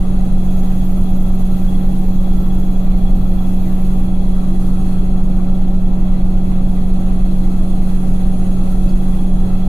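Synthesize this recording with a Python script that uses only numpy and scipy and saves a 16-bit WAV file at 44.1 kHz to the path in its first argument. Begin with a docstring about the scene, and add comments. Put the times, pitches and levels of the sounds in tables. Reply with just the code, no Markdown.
"""A brushed motor whines in a spinning front-loading washing machine, heard in stereo close to its door.
The whine is commutator tones at multiples of the shaft speed; the unbalanced drum makes it throb.
In rough spells it changes timbre; in brief swells a narrow noise buzzes beside it. The brushes hiss with
weak tones. Drum, shaft and mains give fairly steady tones, the bearings restless ones; a few squeaky pips
sound, and shaped noise makes a low rumble, the shaking cabinet and a whirr of soft noise."""
import sys
import numpy as np
from scipy import signal
from scipy.fft import rfft, irfft, next_fast_len
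from scipy.io import wavfile
from scipy.ndimage import uniform_filter1d, map_coordinates

SR = 44100
rng = np.random.default_rng(int(sys.argv[2]) if len(sys.argv) > 2 else 0)


def log_audio(samples):
    """Write samples as a 16-bit WAV file to the path given in sys.argv[1]."""
    # one column per channel
    frames = np.atleast_2d(samples).T
    # limit to full scale, then quantise
    limited = np.clip(frames, -1, 1)
    pcm = np.round(limited * 32767).astype(np.int16)
    wavfile.write(sys.argv[1], SR, pcm)


N = 426888
TOP_HZ = 14250  # band limit of the whole sound


def amp(db):
    """Decibels to gain."""
    return 10 ** (np.asarray(db) / 20)


def seconds():
    """Time of every sample."""
    return np.arange(N) / SR


def along(points, hz):
    """Each column after the first, read between its points on a log axis."""
    f, *columns = np.transpose(points)
    return np.array([np.interp(np.log(hz + 1), np.log(f + 1), column) for column in columns])


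def curve(points):
    """A (time, value) table drawn as straight lines, one value per sample."""
    times, values = np.transpose(points)
    return np.interp(seconds(), times, values)


def wobble(rate):
    """A smooth random curve, rate knots a second."""
    knots = rng.standard_normal(int(N * rate / SR) + 4)
    coarse = np.arange(0, N + 64, 64)  # samples; a spline here, straight lines between
    smooth = map_coordinates(knots, [coarse * rate / SR])
    return np.interp(np.arange(N), coarse[:len(smooth)], smooth)


def filtered(x, response):
    """x times a complex response of frequency; both ends are mirrored so that they do not ring."""
    pad = 4096  # samples
    x = np.pad(x, [(0, 0), (pad, pad)], "reflect")
    size = next_fast_len(x.shape[1])
    spectrum = rfft(x, size) * response(np.fft.rfftfreq(size, 1 / SR))
    return irfft(spectrum, size)[:, pad:pad + N]


# how alike the two sides of the noise are: (f/Hz, likeness 0-1)
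SIDE_LIKENESS = [(60, 1), (280, 1), (400, 0.88), (500, 0.52), (720, 0.95), (850, 0.04), (1500, 0.14),
                 (5000, 0.034)]
# how far the left side of the noise runs ahead: (f/Hz, left lead/rad)
SIDE_LEAD = [(60, 0), (200, 0.3), (380, 1.13), (460, 0.23), (800, 0.04), (1000, 1.5), (1500, 3)]


def noise(spectrum):
    """Stereo noise, partly shared by both sides, next to silent outside its spectrum."""
    lowest, highest = spectrum[0][0], spectrum[-1][0]
    spectrum = [(.999 * lowest, -150, -150), *spectrum, (1.001 * highest, -150, -150)]

    def shared_and_opposed(hz):
        turn = np.arccos(np.clip(along(SIDE_LIKENESS, hz)[0], 0, 1)) / 2
        return np.array([np.cos(turn), np.sin(turn)])

    def color(hz):
        lead = np.exp(.5j * along(SIDE_LEAD, hz) * [[1], [-1]])
        return np.sqrt(SR / 2) * amp(along(spectrum, hz)) * lead  # dB per Hz to gain of white noise

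    shared, opposed = filtered(rng.standard_normal((2, N)), shared_and_opposed)
    return filtered(np.array([shared + opposed, shared - opposed]), color)


def tone(angle, left_db, right_db, lead):
    """A complex stereo tone whose real part has the given rms levels, at a chance starting phase."""
    sides = np.sqrt(2) * amp([[left_db], [right_db]])
    sides = sides * np.exp(.5j * lead * np.array([[1], [-1]]))
    return sides * np.exp(1j * (angle + rng.uniform(0, 2 * np.pi)))


def series(angle, rows, drift_db, rate):
    """Tones at multiples of a rotation, each drifting in level on its own."""
    total = np.zeros((2, N))
    for multiple, left_db, right_db, lead in rows:
        total += amp(drift_db * wobble(rate)) * tone(multiple * angle, left_db, right_db, lead).real
    return total


# color of the low rumble before it is evened out: (f/Hz, left level/dB per Hz, right level/dB per Hz)
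RUMBLE_COLOR = [(3, -54, -45), (8, -45, -45), (12.5, -42, -41), (18.8, -41, -42.5), (25.2, -27.5, -26.5),
                (30, -28, -27.5), (35.7, -31, -30.5), (43.8, -36.5, -40), (55.6, -56, -54)]
# level of the low rumble, rms averaged over both sides: (t/s, level/dB)
RUMBLE_LEVEL = [(0, -19), (.3, -14), (.75, -20), (1.2, -15), (1.45, -18), (1.72, -13.5), (2.0, -18.5),
                (2.3, -13), (2.65, -19), (3.05, -10), (3.55, -22.5), (3.9, -17), (4.35, -18), (4.6, -17.5),
                (4.9, -21), (5.2, -13.5), (5.5, -18), (6.2, -14), (6.55, -17), (6.9, -18), (7.3, -15),
                (7.9, -19.5), (8.2, -17), (8.62, -20), (8.85, -12), (9.15, -17), (9.4, -14), (9.68, -22)]
EVENING_S = 0.196  # the noise is evened out over this time before the level curve shapes it


def rumble():
    """Low rumble noise, evened out in power, whose level follows a typed curve."""
    low = noise(RUMBLE_COLOR)
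    power = np.abs(uniform_filter1d(np.mean(low ** 2, axis=0), int(EVENING_S * SR)))
    return amp(curve(RUMBLE_LEVEL)) * low / np.sqrt(power + 1e-9)


# resonant bands of the cabinet: (f/Hz, left level/dB per Hz, right level/dB per Hz)
CABINET_COLOR = [(55, -53, -50), (67, -45.5, -45), (73.6, -53, -55), (82, -43.5, -42), (107.4, -56, -57.5),
                 (122, -47.5, -50), (149, -51, -44.5), (162, -55, -49), (174, -57, -52.5), (255, -55, -51),
                 (275.7, -53, -52), (308, -64.5, -62), (321.7, -53, -50.5), (333.3, -52, -49.5),
                 (349, -58.5, -56.5), (378, -61, -64), (408, -58.5, -60.5), (465, -64, -64),
                 (534, -64.5, -64), (586, -62, -82), (593, -60.5, -63.5), (700, -70, -65), (784, -59, -65),
                 (860, -67.5, -70), (956.5, -78.5, -67.5)]
# the whirr above them, before its gain changes: (f/Hz, left level/dB per Hz, right level/dB per Hz)
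WHIRR_COLOR = [(1050, -73, -71), (1170, -71.5, -71), (1250, -74, -73.5), (1300, -73, -73), (1400, -76, -77),
               (1550, -80, -81), (1800, -83, -83), (1980, -80, -80), (2150, -85, -83), (2300, -87, -83),
               (2650, -85, -81), (2900, -88, -86), (3180, -87, -85), (3360, -83, -77), (3660, -88, -89),
               (3950, -88, -84), (4220, -89, -80), (4350, -93, -87)]
# brush hiss, before its flutter; its first row also ends the whirr:
# (f/Hz, left level/dB per Hz, right level/dB per Hz)
HISS_COLOR = [(4600, -93, -91), (5000, -94, -91), (5150, -96, -97), (5400, -93, -95), (6200, -94, -97),
              (6700, -90, -91), (7400, -98, -97), (7900, -94, -91), (9000, -94, -90), (10500, -97, -89),
              (11500, -97, -88), (12600, -96, -89), (13300, -97, -90), (14100, -107, -95)]


def cabinet():
    """Broad shaking of the cabinet: steady noise in resonant bands up to where the whirr begins."""
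    return noise(CABINET_COLOR + WHIRR_COLOR[:1])


GRAIN_DB = 2.2  # depth of the small gain changes


def grained(x):
    """x with small random gain changes over time and frequency, some ten ms by some hundred Hz."""
    bins = signal.stft(x, nperseg=512)[2]
    field = rng.standard_normal(bins.shape[1:])
    field = uniform_filter1d(field, size=3, axis=0)  # across frequency
    field = uniform_filter1d(field, size=6, axis=1)  # across time
    # the second term offsets the loudness that the gain changes add
    gain = amp(GRAIN_DB * (field / field.std() - GRAIN_DB / 8.7))
    return signal.istft(bins * gain, nperseg=512)[1][:, :N]


def whirr(drum, contact_db):
    """Soft noise that partly follows the brush level and sways with the drum."""
    level_db = 0.27 * contact_db + 0.73 * wobble(9) + 0.29 * np.sin(drum)
    return amp(level_db) * grained(noise(WHIRR_COLOR + HISS_COLOR[:1]))


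# magnetic hum, before drift: (multiple of mains, left level/dB, right level/dB, left lead/rad)
HUM_TONES = [(2, -36, -34, 0.2), (4, -43, -40, 0.1), (6, -50, -43, 0.1), (10, -53, -63, -0.5),
             (11, -50, -57, -0.4), (14, -53, -57, 0.5), (15, -54, -58, 0.2)]
MAINS_HZ = 50.07


def hum():
    """Magnetic hum: slowly drifting tones at multiples of the mains frequency."""
    return series(2 * np.pi * MAINS_HZ * seconds(), HUM_TONES, drift_db=2.5, rate=2.44)


# the drum and its bearing, before drift: (multiple of drum speed, left level/dB, right level/dB, left lead/rad)
DRUM_TONES = [(1, -12, -11, -0.0), (3, -41, -42, -0.0), (4, -39, -38, -0.0), (5, -38, -37, -0.0),
              (7, -47, -46, -0.0), (8, -42, -40, 0.0), (8.8, -38, -38, -0.1), (10, -44, -43, -0.0),
              (12, -45, -42, -0.2), (13.28, -46, -44, -0.1), (45, -53, -52, 0.1), (48, -54, -54, 0.0),
              (49.05, -49, -56, -0.6), (88.67, -64, -67, 2.8)]


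def drum_tones(drum):
    """The turning drum and its bearing give nearly steady tones at multiples of the drum speed."""
    return series(drum, DRUM_TONES, drift_db=0.13, rate=2.31)


# pulley and bearings, between the shaft's multiples, before drift:
# (multiple of shaft speed, left level/dB, right level/dB, left lead/rad)
BEARING_TONES = [(7.191, -58, -57, 1.1), (10.789, -71, -78, 0.1), (20.68, -76, -71, 0),
                 (21.59, -76, -71, 0), (12.859, -75, -72, -0.4), (13.414, -82, -73, 0.5),
                 (13.984, -77, -66.5, -1.2), (14.148, -74, -69, 3.1), (14.297, -76, -64, -2.6),
                 (14.383, -68, -65, 2.3), (14.469, -71, -71, 1.8), (20.305, -75, -77, -0.1),
                 (35.57, -81, -75, 0.0), (15.43, -77, -75, 0)]


def bearings(shaft):
    """Pulley and bearings give restless tones at broken multiples of the shaft speed."""
    return series(shaft, BEARING_TONES, drift_db=4.5, rate=11)


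# rotor unbalance, before drift: (multiple of shaft speed, left level/dB, right level/dB, left lead/rad)
ROTOR_TONES = [(1, -20, -18, -.2), (2, -46, -44, .2), (3, -43, -49, 1.9)]


def rotor(shaft, drum):
    """The unbalanced rotor hums at the shaft's multiples, swaying slightly with each drum turn."""
    return series(shaft, ROTOR_TONES, drift_db=-0.06, rate=4.4) * (1 + 0.033 * np.sin(drum))


# pips of a brief chirp in the works, before their roughness:
# (center t/s, f/Hz, peak level/dB, Gaussian length t/s)
SQUEAK_PIPS = [(8.881, 4150, -54, .004), (8.892, 4700, -50, .003), (8.897, 4400, -49, .003),
               (8.908, 5150, -59, .007), (8.925, 4200, -59, .015)]


def squeak():
    """Short rough sine pips under Gaussian envelopes, a little different on each side."""
    t = seconds()
    total = np.zeros((2, N))
    for center, hz, db, length in SQUEAK_PIPS:
        pip = amp(db) * np.exp(-.5 * ((t - center) / length) ** 2) * np.sin(2 * np.pi * hz * t)
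        roughening = 1.4 + .6 * np.array([wobble(500), wobble(500)])
        total += pip * roughening
    return total


# level of the brush noise, which whine and whirr follow in part: (t/s, level/dB)
BRUSH_LEVEL = [(0.0, 0), (0.6, 1.5), (1.1, 0.5), (1.6, 1.5), (2.2, 0), (2.65, 0), (3.0, -1.5), (3.7, 1),
               (4.3, 0), (4.8, 1), (5.1, -1), (5.75, -3), (6.5, -1.5), (7.4, 0), (8.35, 1.5), (8.75, 1),
               (9.05, 1.5), (9.68, -.5)]


def brush_contact():
    """Brush level in dB over time, from the contact between brush and commutator."""
    return curve(BRUSH_LEVEL)


# main whines, before their level changes: (multiple of shaft speed, left level/dB, right level/dB, left lead/rad)
WHINE_TONES = [(18, -64, -58, -1.0), (36, -58, -61, -1.5), (49, -69, -57, 2.1), (54, -67, -57, .4),
               (72, -78, -68, -1.4)]
# weak tones of uneven commutator bars, before flutter and drift:
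# (multiple of shaft speed, left level/dB, right level/dB, left lead/rad)
BAR_TONES = [(11, -76, -77, 0), (12, -78, -78, 0), (13, -70, -71, -0.5), (14, -75, -64, -1.2),
             (19, -67, -69, 2.6), (21, -71, -69, -0.1), (22, -77, -70, 1.2), (20, -78, -75, 0),
             (23, -78, -62.5, -0.7), (24, -76, -72, 0), (31, -75, -81, -.5), (32, -74, -87, -.6),
             (35, -71, -84, 2.5), (41, -75, -81, .4), (53, -80, -74, 2.9), (60, -94, -71, -2.6),
             (61, -92, -72, 2.2), (62, -91, -72, 0.6), (69, -84, -69, 2.1), (71, -88, -75, -1.1),
             (73, -88, -73, 2.0)]
# mean level of the remaining multiples, before scatter: (multiple of shaft speed, left level/dB, right level/dB)
FAINT_LEVELS = [(11, -78, -76), (24, -83, -80), (33, -82, -88), (45, -84, -81), (55, -88, -78),
                (75, -94, -77)]
FAINT_SCATTER_DB = 5.5


def faint_bars():
    """Rows for the multiples without a strong tone: levels scatter, sides unrelated."""
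    multiples = np.arange(FAINT_LEVELS[0][0], FAINT_LEVELS[-1][0] + 1)
    multiples = np.setdiff1d(multiples, [row[0] for row in BAR_TONES + WHINE_TONES])
    scatter_db = FAINT_SCATTER_DB * rng.standard_normal((len(multiples), 2)).T
    levels_db = along(FAINT_LEVELS, multiples) + scatter_db
    return list(zip(multiples, *levels_db, rng.uniform(-np.pi, np.pi, len(multiples))))


def brushes(shaft, drum, contact_db):
    """Brush hiss and weak bar tones follow the contact, flutter, and throb with the drum."""
    flutter = amp(contact_db + 0.33 * wobble(6.8) + 1.14 * wobble(14) + 0.96 * np.sin(drum))
    hiss = noise(HISS_COLOR + [(TOP_HZ, -108, -97)])
    hiss = hiss * (1 + 0.07 * np.sin(2 * shaft))  # both brushes meet the same bump each turn
    return flutter * (hiss + series(shaft, BAR_TONES + faint_bars(), drift_db=2.5, rate=7.7))


# swells shared by buzz and beads: (center t/s, level/dB, Gaussian length t/s)
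BUZZ_SWELLS = [(0.2, -12, .06), (0.497, 4, 0.064), (0.8, -3, .07), (1.25, -3, 0.2), (1.72, 6, 0.056),
               (2.2, 5, 0.065), (2.5, 4, 0.17), (2.774, 0, 0.031), (3.05, 1, 0.057), (3.34, 6, 0.11),
               (3.65, 2, 0.07), (4.2, -1, .2), (7.3, -4, .06), (8.95, -1, .08), (9.2, -3, .06),
               (9.417, 2, 0.046), (9.634, 2, 0.033)]


def swells():
    """Strength of the buzz: brief, uneven swells."""
    t = seconds()
    return sum(amp(db) * np.exp(-.5 * ((t - center) / length) ** 2) for center, db, length in BUZZ_SWELLS)


# resonance just above the lowest whine, before the swells: (f/Hz, left level/dB per Hz, right level/dB per Hz)
BUZZ_COLOR = [(3270, -99, -99), (3330, -93, -89), (3355, -90, -80), (3375, -91, -81), (3400, -96, -92)]


def buzz():
    """A resonance sounds as narrow noise that swells along with the beads and wavers quickly."""
    return swells() * amp(1.9 * wobble(17)) * noise(BUZZ_COLOR)


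BEAD_TURN = .8  # where in the drum turn the whine flares, 0-1
BEAD_SHARP, BEAD_DB = 2.2, 7  # narrowness; size relative to the plain whine, before swells and wobble


def beads(drum):
    """Complex gain added to the lowest whine: a pulse each drum turn, leaning to the resonance above."""
    angle = drum - 2 * np.pi * BEAD_TURN
    pulse = np.exp(BEAD_SHARP * (np.cos(angle) - 1) + 1j * angle)
    return amp(BEAD_DB + 1.9 * wobble(11)) * swells() * pulse


# spells in which the whine turns rough: (start t/s, end t/s, roughness, about 1 when full)
ROUGH_SPELLS = [(0.35, 4.06, 1.08), (8.9, 11, 0.1)]
ROUGH_TURN_S = 0.44  # time to turn rough or smooth again


def roughness():
    """0 while the whine is smooth, ramping to each spell's own depth inside it."""
    t = seconds()
    total = np.zeros(N)
    for start, end, depth in ROUGH_SPELLS:
        inside = np.minimum(t - start, end - t)
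        total += depth * np.clip(inside / ROUGH_TURN_S + .5, 0, 1)
    return total


# how each whine changes: (level/dB per dB of brush level; then per unit of roughness:
# level/dB, sideband level/dB, added phase unrest/rad)
WHINE_CHANGES = [(0.25, -0.5, 0, .2), (1.3, 0, 1, .1), (2.5, -6, 3, .3), (2.6, -2.5, 9.5, .9),
                 (1, 12.5, -2, .35)]
# drum sidebands of each whine, before drift and roughness: (left lower level/dB, left upper level/dB,
# right lower level/dB, right upper level/dB, angle/rad: 0 throbs in level, pi wavers in pitch)
DRUM_SIDEBANDS = [(-22, -21, -22, -15, 0), (-18, -16, -15, -11, 1.8), (-15, -6, -10, -13, -2),
                  (-14, -19, -15, -12, 2.5), (-13, -15, -3, -5, 3)]
JITTER_RAD = 0.18  # phase unrest of a smooth whine, scales a random curve


def whine(shaft, drum, contact_db, rough):
    """Commutator tones; each drum turn rocks the motor, which adds a drifting sideband below and above."""
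    total, flares = np.zeros((2, N)), beads(drum)
    for whine_row, change_row, sideband_row in zip(WHINE_TONES, WHINE_CHANGES, DRUM_SIDEBANDS):
        multiple, left_db, right_db, lead = whine_row
        follow, rough_db, rough_side_db, rough_rad = change_row
        *side_db, angle = sideband_row

        rock = np.exp(1j * (drum + rng.uniform(0, 2 * np.pi, (2, 1))))  # own phase on each side
        lower, upper = amp(side_db).reshape(2, 2, 1).swapaxes(0, 1)
        lower = lower * amp(3.5 * wobble(6)) * np.exp(1j * (angle + 0.85 * wobble(2.97)))
        upper = upper * amp(3.8 * wobble(7.7)) * np.exp(.5j * wobble(5))
        throb = 1 + amp(rough_side_db * rough) * (lower / rock + upper * rock)
        if multiple == WHINE_TONES[0][0]:  # only the lowest whine flares
            throb = throb + flares

        level_db = follow * contact_db + rough_db * rough
        level_db = level_db + 0.43 * wobble(4.5) + (1.0 + 0.64 * rough) * wobble(14)
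        jitter = (JITTER_RAD + rough_rad * rough) * wobble(23)
        carrier = tone(multiple * shaft + jitter, left_db, right_db, lead)
        total += amp(level_db) * (throb * carrier).real
    return total


# motor speed: (t/s, shaft f/Hz)
SHAFT_SPEED = [(0.0, 185.275), (1.2, 185.357), (2.3, 185.45), (3.0, 185.44), (5.4, 185.14), (6.0, 185.105),
               (7.3, 185.19), (8.8, 185.235), (9.68, 185.22)]
BELT_RATIO = 11.682  # motor turns per drum turn


def rotation():
    """Angles of shaft and drum in radians; the belt ties the drum to the shaft."""
    shaft = 2 * np.pi * np.cumsum(curve(SHAFT_SPEED)) / SR
    return shaft, shaft / BELT_RATIO


def scene():
    """The machine from its rumbling background up to the motor's whine."""
    shaft, drum = rotation()
    contact_db = brush_contact()
    background = rumble() + cabinet() + whirr(drum, contact_db)
    tones = hum() + drum_tones(drum) + bearings(shaft) + rotor(shaft, drum)
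    motor = brushes(shaft, drum, contact_db) + buzz() + whine(shaft, drum, contact_db, roughness())
    return background + tones + squeak() + motor


FADE_S = .004  # fade at each end


def record(dry):
    """Loud swings round off gently; both ends fade briefly; nothing is kept above the band limit."""
    soft = dry / (1 + np.abs(dry / 0.91) ** 4) ** (1 / 4)
    to_end = np.minimum(np.arange(N), np.arange(N)[::-1]) / SR
    fade = np.sin(np.pi / 2 * np.clip(to_end / FADE_S, 0, 1)) ** 2
    return filtered(soft * fade, lambda hz: hz < TOP_HZ)


dry = scene()
out = record(dry)
log_audio(out)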